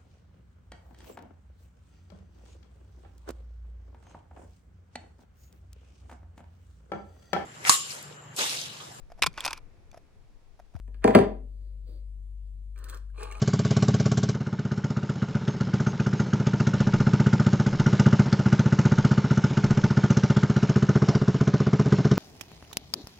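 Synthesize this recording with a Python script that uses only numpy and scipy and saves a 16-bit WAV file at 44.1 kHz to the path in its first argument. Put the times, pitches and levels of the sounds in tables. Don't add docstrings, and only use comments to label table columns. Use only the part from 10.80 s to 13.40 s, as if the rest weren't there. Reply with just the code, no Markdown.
import sys
import numpy as np
from scipy import signal
from scipy.fft import rfft, irfft
from scipy.io import wavfile
from scipy.ndimage import uniform_filter1d

SR = 44100
rng = np.random.default_rng(int(sys.argv[2]) if len(sys.argv) > 2 else 0)


def boost(x):
    u = np.asarray(x, float) / 20
    return 10 ** u


def to_wav(sig):
    pcm = np.clip(np.atleast_2d(sig), -1, 1) * 32767
    pcm = np.round(pcm).astype(np.int16)
    wavfile.write(sys.argv[1], SR, pcm.T)


N = 114660


def evened(x):
    return x / np.sqrt(np.mean(x ** 2) + 1e-20)


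def peaked(x):
    return x / abs(x).max()


def read(points, hz):
    f, value = np.transpose(points)
    return np.interp(np.log(hz + 1), np.log(f + 1), value)


def colour(x, points):
    hz = np.fft.rfftfreq(len(x), 1 / SR)
    return irfft(rfft(x) * boost(read(points, hz)), len(x))


def add(mix, s, sound):
    part = mix[round(s * SR):][:len(sound)]
    part += sound[:len(part)]


def level(curve):
    s, db = np.transpose(curve)
    gain_db = np.interp(np.arange(N) / SR, s, db, -150, -150)
    return boost(uniform_filter1d(gain_db, size=100))


def ring(modes, damp, rise_s):
    t = np.arange(SR // 2) / SR
    detune = 0.0061
    tones = 0
    for hz, db, t60 in modes:
        db_luck, hz_luck, phase_luck = rng.standard_normal(3)
        decay = boost(db + 2.0 * db_luck - 60 * t / (damp * t60))
        rise = (1 - np.exp(-t * hz / (400 * rise_s))) ** 2
        tones = tones + decay * rise * np.sin(2 * np.pi * hz * (1 + detune * hz_luck) * t + 0.55 * phase_luck)
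    return peaked(tones)


def snap(points, t60):
    t = np.arange(SR // 10) / SR
    rise_s = 0.00029
    burst = colour(rng.standard_normal(len(t)), points)
    return peaked(burst * boost(-60 * t / t60) * (1 - np.exp(-t / rise_s)))


def grit(per_s, spread_db):
    size = boost(spread_db * np.minimum(rng.exponential(1, N), 4))
    return size * (rng.random(N) < per_s / SR) * rng.choice([-1., 1.], N)


# (time [s], thud [dB], clack [dB], tick [dB])
KNOCKS = [(0.078, -51, -65.5, -72), (0.143, -57.5, -56.5, -79.5), (0.221, -55, -59, -88.5),
          (0.242, -22, -23, -37), (0.2445, -8.5, -30.5, -56), (0.277, -14, -26, -43),
          (0.291, -19, -37, -62), (0.307, -23, -32.5, -55), (0.35, -6, -13.5, -33),
          (0.358, -24, -29, -58.5), (0.388, -12.5, -25, -46), (0.411, -20.5, -36.5, -76.5)]
# (frequency [Hz], level [dB], t60 [s])
DESK_MODES = [(102.7, -11.5, .7), (221.2, 1, 0.47), (257.8, -2, 0.43), (310.4, -7, 0.33), (344.2, -5, 0.37),
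              (397.7, 0.5, 0.31), (436.5, 0, 0.38), (508, -7.5, .25), (580.4, -3.5, 0.26), (628, -4, 0.38),
              (770.4, -7, 0.31), (984.7, -9.5, 0.25)]
# (frequency [Hz], level [dB])
SHELL_CLACK = [(700, -36.5), (1000, -1.5), (1600, 5), (2300, -5.5), (3300, -7), (4000, -17.5), (4500, -10),
               (5800, -22)]
# (frequency [Hz], level [dB], t60 [s])
SHELL_MODES = [(1076, -1.5, 0.05), (1230, -5.5, 0.05), (1623, -3.5, .05), (1790, -6, 0.058),
               (2119, -7, 0.047), (2280, 1.5, 0.013), (4380, -21, 0.01)]
# (frequency [Hz], level [dB])
TICK_TONE = [(4500, -27), (6100, -0.5), (8000, -5.5), (10000, -3.5), (11500, -14.5), (13000, -26),
             (15000, -35), (16300, -53)]


def knocks():
    out = np.zeros(N)
    for s, thud_db, clack_db, tick_db in KNOCKS:
        add(out, s, boost(thud_db + 7.0) * ring(DESK_MODES, damp=0.16, rise_s=0.0039))
        add(out, s, boost(clack_db + 8.5) * snap(SHELL_CLACK, t60=0.02))
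        add(out, s, boost(clack_db + 3.0) * ring(SHELL_MODES, damp=0.93, rise_s=0.002))
        add(out, s, boost(tick_db + 10.5) * snap(TICK_TONE, t60=0.0082))
    return out


# (landing time [s], level [dB])
SETTLE = [
    (0.245, -31.5),
    (.351, -21.5),
]


def settling():
    t = np.arange(N) / SR
    rise_db_per_s = 1399.5
    scrape = evened(colour(rng.standard_normal(N), [(250, -36.5), (600, 6), (2500, -6), (6000, -32.0)]))
    return scrape * sum(boost(db - rise_db_per_s * np.maximum(s - t, 0)) * (t < s) for s, db in SETTLE)


# (time [s], level [dB])
HAND_SLIDE = [
    (.62, -75.5),
    (.85, -68),
    (1.0, -75.5),
    (1.05, -73),
    (1.08, -55.5),
    (1.17, -60),
    (1.28, -88),
    (1.6, -95.5),
    (1.68, -67),
]
# (frequency [Hz], level [dB])
SLIDE_TONE = [(150, 0.5), (250, 2.5), (550, 3), (850, -18), (2600, -28), (4800, -11.5), (5300, -35),
              (14000, -23)]


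def hand_slide():
    return level(HAND_SLIDE) * evened(colour(grit(4600, 1.1), SLIDE_TONE))


def handset():
    return knocks() + settling() + hand_slide()


def teeth(per_s, uneven, spread_db, scrape_db):
    wobble = evened(uniform_filter1d(rng.standard_normal(N), size=300))
    turned = np.cumsum(per_s * np.exp(uneven * wobble)) / SR
    passing = np.diff(np.floor(turned), prepend=0)
    contact = signal.butter(2, 1440, fs=SR)
    hits = signal.lfilter(*contact, passing * boost(spread_db * rng.standard_normal(N)))
    return evened(hits) + boost(scrape_db) * evened(grit(5000, 2.5))


def gears(body, curve, drive):
    out = 0
    for hz, width_hz, db in body:
        b, a = signal.iirpeak(hz, hz / width_hz, SR)
        once = signal.lfilter(b, a, drive)
        out = out + boost(db) * signal.lfilter(b, a, once)
    return level(curve) * evened(out)


# (time [s], level [dB])
WIND = [
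    (1.958, -72),
    (1.959, -58.5),
    (2.03, -56),
    (2.09, -54),
    (2.149, -47),
    (2.18, -56),
    (2.2, -99),
    (2.25, -99),
    (2.33, -96),
]
# (frequency [Hz], width [Hz], level [dB])
WIND_BODY = [(420, 305, 9), (746, 500, -30), (1190, 480, 12), (1520, 94, 17), (1740, 130, 14.5),
             (2600, 1900, 1.5), (4150, 390, 6.5), (7840, 3000, -26), (14600, 1600, -13)]
# (time [s], level [dB])
BACK = [
    (2.338, -70),
    (2.376, -47.5),
    (2.381, -41.5),
    (2.44, -42.5),
    (2.465, -45.5),
    (2.55, -48.5),
    (2.556, -47),
    (2.6, -45.5),
]
# (frequency [Hz], width [Hz], level [dB])
BACK_BODY = [(213.9, 110, -18), (420, 130, -9), (646.6, 46, -8), (873.5, 88, -3.5), (1190, 190, -6.5),
             (1530, 850, -11), (2450, 1100, -10.5), (4160, 530, -8), (8260, 7300, -18), (14500, 1400, -45)]
# (time [s], tick [dB], ping [dB], ping frequency [Hz])
CLICKS = [(1.960, -66, -57.5, 2380), (1.978, -57, -68.5, 2702), (1.988, -52, -62, 1800),
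          (2.041, -44, -63, 2360), (2.065, -74, -51, 1486), (2.086, -51, -49, 1700),
          (2.091, -43.5, -56, 1230), (2.097, -41, -54, 1340), (2.104, -63, -53, 3400),
          (2.128, -61, -48, 1610), (2.138, -56, -47.5, 1390), (2.145, -46.5, -53, 1390),
          (2.171, -53.5, -56, 1520), (2.289, -80, -72, 1410), (2.7, -65, -42, 1190),
          (2.381, -71, -46, 2420), (2.384, -70.5, -42, 420), (2.407, -50.5, -46, 1740),
          (2.407, -73, -44.5, 1560), (2.412, -67, -43, 420), (2.418, -52, -47, 2470),
          (2.429, -72, -39.5, 436), (2.431, -40, -68, 2600), (2.436, -46, -43, 2450),
          (2.440, -60, -50, 3400), (2.513, -45.5, -42, 2215), (2.523, -45, -42, 2760),
          (2.524, -67, -45, 1740), (2.552, -53, -42, 2468), (2.3, -72.5, -62, 1600),
          (2.554, -67, -40.5, 1190), (2.570, -55, -46, 840), (2.579, -56, -47.5, 1230),
          (2.597, -56, -41.5, 450)]
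# (frequency [Hz], level [dB])
CLICK_TONE = [(1500, -4), (3000, -5), (5000, 0.5), (7000, -1.5), (8600, 2), (10500, -4.5), (12500, -38)]


def dial():
    out = gears(WIND_BODY, WIND, teeth(per_s=135, uneven=0.78, spread_db=1, scrape_db=3))
    out += gears(BACK_BODY, BACK, teeth(per_s=190, uneven=0.85, spread_db=3, scrape_db=-7))
    sheen_tone = [(12500, -19.5), (13800, -5.5), (16000, -15), (16500, -14)]
    for s, tick_db, ping_db, hz in CLICKS:
        sheen_db = -1.5 if s > BACK[0][0] else 6
        ping_t60 = 0.034 * np.sqrt(2000 / hz)
        add(out, s, boost(tick_db + 8.0) * snap(CLICK_TONE, t60=0.02))
        add(out, s, boost(tick_db + sheen_db) * snap(sheen_tone, t60=0.06))
        add(out, s, boost(ping_db + 2) * ring([(hz, 0, ping_t60)], damp=1, rise_s=0.002))
    return out


# (order, peak [dB])
MOTOR = [(1, -34.5), (2, -72), (3, -75.5)]
# (order, peak [dB])
MAINS = [(2, -57), (3, -77), (4, -72.5), (5, -77.5)]
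# (frequency [Hz], peak [dB])
WHINE = [(318, -80), (580, -83.5)]


def hum():
    t = np.arange(N) / SR
    motor_hz, pump_hz, mains_hz, drone_hz = 48.53, 51.31, 49.965, 91.6
    from_dip = 2 * np.pi * (t - 1.07)
    from_peak = 2 * np.pi * (t - 1.52)
    out = -boost(-61.5) * np.cos(pump_hz * from_dip)
    out += boost(-63) * np.cos(drone_hz * from_peak)
    for order, db in MOTOR:
        out += boost(db) * np.cos(order * motor_hz * from_dip)
    for order, db in MAINS:
        out += boost(db) * np.cos(order * mains_hz * from_peak)
    for hz, db in WHINE:
        drift = uniform_filter1d(rng.standard_normal(N), size=4000)
        waver = evened(uniform_filter1d(drift, size=4000))
        out += boost(db + 3.0 * waver) * np.cos(2 * np.pi * hz * t + waver)
    return out


# (frequency [Hz], level [dB])
AIR_TONE = [(30, -17.5), (100, -3.5), (160, -14), (330, -23.5), (480, -34), (2000, -39.5), (8500, -41.5),
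            (13500, -37.5), (16300, -60)]
# (frequency [Hz], likeness [0-1])
AIR_SAME = [(60, 1), (130, 0.3), (290, 0.3), (640, 0.29), (3100, 0.17), (5500, 1), (15000, 0.94)]


def air():
    frames, hz = N // 256 + 5, np.fft.rfftfreq(1024, 1 / SR)
    a, b, c, d, patches = rng.standard_normal((frames, 513, 5)).T
    patches = uniform_filter1d(patches, size=6, axis=0)
    patches = evened(uniform_filter1d(patches, size=14, axis=1))
    same = np.clip(read(AIR_SAME, hz), -1, 1)[:, None]
    left, other = a + 1j * b, c + 1j * d
    z = np.array([left, same * left + np.sqrt(1 - same ** 2) * other])
    z *= boost(read(AIR_TONE, hz)[:, None] + 2 * patches)
    noise = signal.istft(z, nperseg=1024, noverlap=768)[1][:, :N]
    return boost(-64) * evened(noise)


# (frequency [Hz], t60 [s])
ROOM_T60 = [(60, 0.26), (200, .38), (600, 0.35), (1500, .3), (4000, .3), (8000, 0.24), (14000, 0.13)]
# (frequency [Hz], likeness [0-1])
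ROOM_SAME = [(150, 1), (300, 0.86), (700, 0.44), (1400, 0.1), (2800, 0.4), (5500, 0.48)]


def room(x):
    taps = np.zeros((2, SR))
    at = np.arange(200, SR - 20, 20) + rng.integers(0, 20, (2, (SR - 201) // 20))
    np.put_along_axis(taps, at, rng.choice([-1., 1.], at.shape), 1)
    hz, t, z = signal.stft(taps, SR, nperseg=512)
    same = np.clip(read(ROOM_SAME, hz), 0, 1)[:, None]
    z[1] = same * z[0] + np.sqrt(1 - same ** 2) * z[1]
    decay = boost(-60 * t / read(ROOM_T60, hz)[:, None])
    tail = signal.istft(z * decay, SR, nperseg=512)[1]
    return signal.fftconvolve(x[None], tail / np.linalg.norm(tail[0]), axes=1)[:, :N]


def scene():
    desk, phone = handset(), dial()
    reflected = room(boost(-6.5) * desk + boost(-9.5) * phone)
    return desk + phone + reflected + hum() + air()


def band_limit(x):
    return signal.sosfilt(signal.butter(12, 16480, fs=SR, output="sos"), x)


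# (frequency [Hz], level [dB])
COLOUR = [(20, -11.5), (45, -2), (4700, -2.5), (5400, -3.5), (6200, -1.5), (10600, -4.5), (11800, -12.5),
          (13200, -7), (16200, -5), (16500, -48)]
# (frequency [Hz], left over right [dB])
LEAN = [(40, 6), (110, 3), (300, 3.5), (700, 0.5), (1300, -1), (2400, 0), (16000, 0)]
# (frequency [Hz], left lead [rad])
LEAD = [(60, 0.01), (250, -0.02), (900, -2.5), (1600, 1.5), (2700, -1.3), (5500, -2.5), (7750, -1.06),
        (11600, 2.5), (14500, 5)]


def record(dry):
    hz = np.fft.rfftfreq(N, 1 / SR)
    gain = boost(read(COLOUR, hz) + np.outer([.5, -.5], read(LEAN, hz)))
    phase = np.exp(.5j * np.outer([1, -1], read(LEAD, hz)))
    mix = irfft(rfft(dry) * gain * phase, N)
    return band_limit(mix)


dry = scene()
out = record(dry)
to_wav(out)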